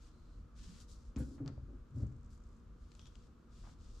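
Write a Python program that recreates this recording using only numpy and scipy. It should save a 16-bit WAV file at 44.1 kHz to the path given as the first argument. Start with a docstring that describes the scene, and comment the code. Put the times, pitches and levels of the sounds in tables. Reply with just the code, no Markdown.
"""A garage, beside an open engine bay: someone moves about with a wiping cloth.
The cloth swishes in short strokes as its fibres slide and snag. A hollow body rings with dull thumps
when bumped and groans when rubbed; rubbed parts squeak briefly and small hard parts click.
Under it all the room rumbles and the ventilation hums faintly. The walls add a short, dull tail."""
import sys
import numpy as np
from scipy import signal
from scipy.fft import rfft, irfft
from scipy.io import wavfile

SR = 44100
rng = np.random.default_rng(int(sys.argv[2]) if len(sys.argv) > 2 else 0)


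def materialize(psi):
    """Save the field psi as 16-bit PCM at rate SR to the path in sys.argv[1].

    A 1-D psi becomes a single channel; in a 2-D psi each row is a channel.
    """
    bounded = np.clip(np.atleast_2d(psi).T, -1, 1)
    quanta = np.round(bounded * 32767).astype(np.int16)
    wavfile.write(sys.argv[1], SR, quanta)


N = 176400
TIME_S, BIN_HZ = np.arange(N) / SR, np.fft.rfftfreq(N, 1 / SR)


def from_db(db):
    """Decibels to gain."""
    return 10 ** (np.asarray(db) / 20)


def rms_one(x):
    """Scale to unit power."""
    return x / np.sqrt(np.mean(x ** 2) + 1e-20)


def pan(db):
    """Left and right gains; positive dB leans left."""
    return from_db(np.array([[db], [-db]]) / 2)


def equalise(x, curve):
    """Apply an EQ curve drawn on a log-frequency axis."""
    hz, db = np.transpose(curve)
    return irfft(rfft(x) * from_db(np.interp(np.log(BIN_HZ + 1e-9), np.log(hz), db)), N)


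def colour(x, curve):
    """EQ a noise and bring it to unit power."""
    return rms_one(equalise(x, curve))


def lowpass(x, hz, order):
    """Butterworth low-pass."""
    return signal.sosfilt(signal.butter(order, hz, fs=SR, output="sos"), x + 1e-18)


def resonance(x, hz, width):
    """Band-pass with gain 1 at its peak; width as a share of its pitch."""
    r = np.exp(-np.pi * hz * width / SR)
    feedback = [1, -2 * r * np.cos(2 * np.pi * hz / SR), r * r]
    return signal.lfilter(np.array([1, 0, -1]) * (1 - r * r) / 2, feedback, x + 1e-18)


def focus(x, hz, width):
    """Two resonances in series, for steeper skirts."""
    return resonance(resonance(x, hz, width), hz, width)


def envelope(start, length, attack, release):
    """Smooth rise centred on the start, hold, dying release; all in seconds."""
    t = TIME_S - start
    rise = np.sin(np.clip(t / attack + .5, 0, 1) * np.pi / 2) ** 2
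    return rise * np.exp(-np.maximum(t - length, 0) / release)


def drift(rate_hz):
    """Smooth random wander of spread 1."""
    return rms_one(irfft(rfft(rng.standard_normal(N)) / (1 + (BIN_HZ / rate_hz) ** 2), N))


def grains(per_s, spread_db):
    """Random tiny impacts, all one size at a spread of 0 dB; unit power."""
    sizes = from_db(spread_db * np.minimum(rng.exponential(1, N), 4)) * rng.choice([-1, 1], N)
    return rms_one(sizes * (rng.random(N) < per_s / SR))


# Stereo width, as EQ on the side signal: freq_hz, gain_db
SIDE_EQ = [(50, -23.5), (260, -7), (1000, -5), (7000, -2), (12000, -0.5)]
def spread(mid, side):
    """Stereo from two unrelated signals, wider towards the treble."""
    side = equalise(side, SIDE_EQ)
    return np.array([mid + side, mid - side])


def noise():
    """Stereo noise, close to white."""
    return spread(*rng.standard_normal((2, N)))


# Tone of the room's air: freq_hz, gain_db
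RUMBLE_EQ = [(24, -7), (45, 4), (140, -14.5), (235, -20.5), (320, -24), (500, -32), (800, -40.5),
             (1250, -32), (1900, -48), (3000, -51), (7000, -55), (10000, -66), (15000, -69)]
# Fader ride on the rumble's bass: time_s, gain_db
BASS_RIDE = [(.35, -3.5), (.55, -0.5), (1.1, 1.5), (2.4, -0.5), (3.0, -11), (3.23, 4), (3.42, -18.5),
             (3.52, -2), (3.9, -0.5)]
def room_rumble():
    """A bed of dark air noise whose bass swells and dips."""
    split_hz = 182
    air = colour(noise(), RUMBLE_EQ)
    bass = irfft(rfft(air) / (1 + (BIN_HZ / split_hz) ** 2) ** 2, N)
    swell_db = np.interp(TIME_S, *np.transpose(BASS_RIDE)) + 3 * drift(rate_hz=6.5)
    return from_db(-52.5) * (air + bass * (from_db(swell_db) - 1)) * pan(db=0.5)


# Tones of the ventilation: pitch_hz, level_db
HUM_TONES = [(232, -71), (479.7, -83)]
def ventilation_hum():
    """Faint tones, each wavering in level and phase."""
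    out = 0
    for hz, db in HUM_TONES:
        waver = from_db(2.5 * drift(rate_hz=9.7))
        tone = np.sin(2 * np.pi * hz * TIME_S + .5 * drift(rate_hz=12))
        out = out + from_db(db) * rms_one(waver * tone)
    return out


def garage_reverb(x):
    """A dull, diffuse tail from the walls."""
    t60_s, predelay_s = 0.45, 0.008
    decay = from_db(-60 * TIME_S / t60_s) * (TIME_S > predelay_s)
    tail = lowpass(noise() * decay, hz=4040, order=1)[:, :SR]
    return signal.fftconvolve(x, rms_one(tail) / np.sqrt(SR), axes=1)[:, :N]


def cloth_crackle():
    """Sparse bright ticks as the cloth is handled lightly."""
    decay_s = 0.0019
    impacts = np.abs(grains(per_s=160, spread_db=4.5))
    puffs = signal.lfilter([1], [1, -np.exp(-1 / (decay_s * SR))], impacts + 1e-18)
    ticks = lowpass(resonance(puffs * noise(), hz=6800, width=0.42), hz=8000, order=8)
    return from_db(-86) * envelope(start=1.89, length=0.68, attack=0.023, release=0.023) * rms_one(ticks)


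# Rubbed parts that sing: start_s, length_s, level_db, pitch_hz
SQUEAK_CUES = [(0.112, 0.25, -85.5, 4150), (0.617, 0.14, -56, 181), (1.194, 0.03, -59.5, 511),
               (1.203, 0.0091, -63, 1505), (2.993, 0.085, -78, 5750), (2.995, 0.087, -75, 3350)]
def squeaks():
    """For a moment the slips of a rubbed part fall into one pitch."""
    slips, out = noise(), 0
    for start, length, db, hz in SQUEAK_CUES:
        tone = rms_one(focus(slips, hz, width=0.13))
        out = out + from_db(db) * envelope(start, length, attack=0.0045, release=0.018) * tone
    return out


# Dry scuffs: start_s, length_s, level_db
SCUFF_CUES = [(1.165, 0.019, -60), (1.38, 0.019, -66.5), (1.459, 0.031, -63.5), (1.993, 0.054, -74),
              (3.635, 0.064, -68)]
# Their mid-heavy tone: freq_hz, gain_db
SCUFF_EQ = [(250, -18.5), (560, 9), (850, 10.5), (1400, 8), (2100, 0), (6000, -29.5)]
def scuffs():
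    """Short gritty scrapes at the moments of contact."""
    level = sum(from_db(db) * envelope(start, length, attack=0.01, release=0.013)
                for start, length, db in SCUFF_CUES)
    grit = spread(grains(per_s=1200, spread_db=-0.5), rng.standard_normal(N))
    return level * colour(grit, SCUFF_EQ)


# Taps on small hard parts: start_s, level_db, pitch_hz
CLICK_CUES = [(1.1613, -49, 2430), (1.166, -48.5, 6800), (1.461, -51.5, 4530), (1.478, -42.5, 4560),
              (2.9178, -53, 4240), (2.9512, -53.5, 7100), (2.994, -49, 3220), (3.016, -56, 5600),
              (3.057, -52.5, 3540), (3.0678, -54, 3340), (3.072, -55.5, 7200), (3.155, -52.5, 3150)]
# Resonances all the parts share: pitch_hz, gain_db, width_ratio (bandwidth over pitch)
PART_MODES = [(1295, 5.5, 0.073), (2500, -2.5, 0.08), (4770, -7.5, 0.068), (7200, -13, 0.22)]
# Tone of the crack: freq_hz, gain_db
CRACK_EQ = [(400, 13.5), (4700, 12.5), (7400, 11), (9000, -8), (14000, -47)]
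def clicks():
    """A sharp tap rings a small part; a crack and a faint tail go with it."""
    crack, out = colour(noise(), CRACK_EQ), 0
    for start, db, hz in CLICK_CUES:
        tap = 1. * (np.arange(N) == int(start * SR))
        shared_ring = sum(from_db(mode_db) * resonance(tap, mode_hz, width) * (-1) ** k
                          for k, (mode_hz, mode_db, width) in enumerate(PART_MODES))
        own_ring = 2 * from_db(-1) * resonance(tap, hz, width=0.14)
        ring = lowpass(shared_ring + own_ring, hz=8000, order=8)
        snap = from_db(-21.5) * envelope(start, 0, attack=.0004, release=0.0019)
        tail = from_db(-17.5) * envelope(start, 0, attack=.0004, release=0.0075)
        out = out + from_db(db) * (ring / np.abs(ring).max() + (snap + tail) * crack)
    return out


# Modes of the hollow body: pitch_hz, gain_db, t60_s
BODY_MODES = [(62, 2.5, 0.14), (111.5, -0.5, 0.13), (126, -3.5, 0.18), (207, 2.5, 0.093), (252, -2.5, 0.25),
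              (274.4, -3, 0.27), (378.4, -9.5, 0.11), (511, -8.5, 0.087), (556, -9.5, 0.099),
              (767, -12, 0.16), (1426, -11.5, 0.061)]
def body_ring():
    """The hollow body's dying ring after a single tap."""
    t = TIME_S[:SR // 2]
    return sum(from_db(db - 60 * t / t60) * np.cos(2 * np.pi * hz * t) for hz, db, t60 in BODY_MODES)


# Rubs on the body: start_s, length_s, level_db, pitch_hz
RUB_CUES = [(1.164, 0.047, -47.5, 252), (1.265, 0.16, -57, 268), (1.403, 0.11, -55.5, 282),
            (1.452, 0.06, -44, 134.3), (1.585, 0.064, -51.5, 72), (1.684, 0.064, -58, 264),
            (1.919, 0.17, -47, 88), (1.964, 0.06, -51, 226), (2.065, 0.076, -53.5, 112.5)]
def rubs():
    """Dense stick and slip makes the body groan, with some direct friction mixed in."""
    slips_per_s, width = 1300, 0.45
    slips = spread(grains(slips_per_s, spread_db=0), from_db(-7.5) * grains(slips_per_s, spread_db=0))
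    ringing, out = signal.fftconvolve(slips, body_ring()[None], axes=1)[:, :N], 0
    for start, length, db, hz in RUB_CUES:
        friction = rms_one(focus(slips, hz, width))
        hollow = rms_one(resonance(resonance(ringing, hz, width), hz, width=1.93))
        groan = rms_one(hollow + from_db(-6.5) * friction)
        out = out + from_db(db) * envelope(start, length, attack=0.013, release=0.022) * groan
    return out


# Bumps on the body: start_s, level_db (of half the peak), pitch_hz
BUMP_CUES = [(1.163, -40.5, 215), (1.166, -39.5, 62), (1.204, -41.5, 122.5), (1.219, -44.5, 235),
             (1.403, -44, 263), (1.411, -43.5, 120), (1.429, -49, 292), (1.475, -49, 143), (1.573, -47, 71),
             (1.578, -57, 513), (1.975, -40, 100.5), (2.002, -50, 264), (2.021, -33, 85.3),
             (2.028, -46.5, 211), (2.036, -52, 420), (3.673, -57, 910)]
def bumps():
    """Soft contacts set the body ringing, each around its own pitch."""
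    out, ring = np.zeros(N + SR), body_ring()
    for start, db, hz in BUMP_CUES:
        thump = focus(ring, hz, width=0.6)
        onset = int(start * SR)
        out[onset:onset + len(thump)] += 2 * from_db(db) * thump / np.abs(thump).max()
    return out[:N]


# Wiping strokes: start_s, length_s, swish_gain_db, sheen_gain_db, low_cut_hz
STROKE_CUES = [(0.0, 0.08, -73, -92, 1510), (0.112, 0.29, -84, -100, 2500),
               (0.565, 0.095, -67.5, -87, 1400), (0.631, 0.012, -72.5, -97, 1420),
               (0.679, 0.14, -67.5, -82, 710), (0.802, 0.0057, -67, -80, 2930),
               (0.884, 0.046, -66, -80, 3630), (0.912, 0.18, -77.5, -95.5, 3770),
               (1.174, 0.057, -67.5, -95, 700), (1.184, 0.0068, -77, -66.5, 4020),
               (1.249, 0.11, -73, -85.5, 3720), (1.95, 0.079, -75.5, -89, 3700),
               (2.302, 0.05, -76.5, -87, 4040), (2.43, 0.16, -85.5, -100, 3550),
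               (2.792, 0.15, -80.5, -96, 2000), (2.946, 0.14, -77.5, -87, 2200),
               (3.118, 0.15, -77.5, -105, 2200), (3.525, 0.2, -71.5, -92, 2000),
               (3.799, .12, -73, -98, 2320), (3.937, .06, -71.5, -88, 2800)]
# Tone of the sliding fibres: freq_hz, gain_db
FIBRE_EQ = [(700, -3.5), (1400, 1.5), (2100, -4.5), (3100, -0.5), (4700, 2), (6200, 0), (7500, -1),
            (9000, -10.5), (12000, -26.5)]
# Sheen, the fine hiss on top: freq_hz, gain_db
SHEEN_EQ = [(5000, -46), (7000, 12.5), (10000, 14), (13000, 4), (15500, -7.5)]
def cloth_strokes():
    """Sliding fibres hiss and snag; each stroke has its own low cut, and the pressure flutters."""
    fibres = colour(noise() + from_db(-2.5) * grains(per_s=970, spread_db=-10.5), FIBRE_EQ)
    sheen, out = colour(noise(), SHEEN_EQ), 0
    for start, length, swish_db, sheen_db, low_cut_hz in STROKE_CUES:
        swish = signal.sosfilt(signal.butter(3, low_cut_hz, "high", fs=SR, output="sos"), fibres)
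        pressure = envelope(start, length, attack=0.61 * length, release=0.023)
        out = out + pressure * (from_db(swish_db) * swish + from_db(sheen_db) * sheen)
    flutter_db = 0.5 * drift(rate_hz=59)
    return from_db(flutter_db) * out


def scene():
    """Close handling a little to the left, with garage reverb, over the room tone."""
    body = (bumps() + rubs() + squeaks()) * pan(db=1.5)
    wiping = (cloth_strokes() + scuffs() + cloth_crackle()) * pan(db=3)
    near = body + wiping + clicks() * pan(db=5)
    return near + from_db(-15) * garage_reverb(near) + ventilation_hum() + room_rumble()


def record(dry):
    """Master EQ: the deepest bass and the very top are cut."""
    low_cut_hz, high_cut_hz = 14, 15300
    dry = signal.sosfilt(signal.butter(2, low_cut_hz, "high", fs=SR, output="sos"), dry)
    return signal.sosfilt(signal.ellip(10, .1, 70, high_cut_hz, fs=SR, output="sos"), dry)


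dry = scene()
out = record(dry)
materialize(out)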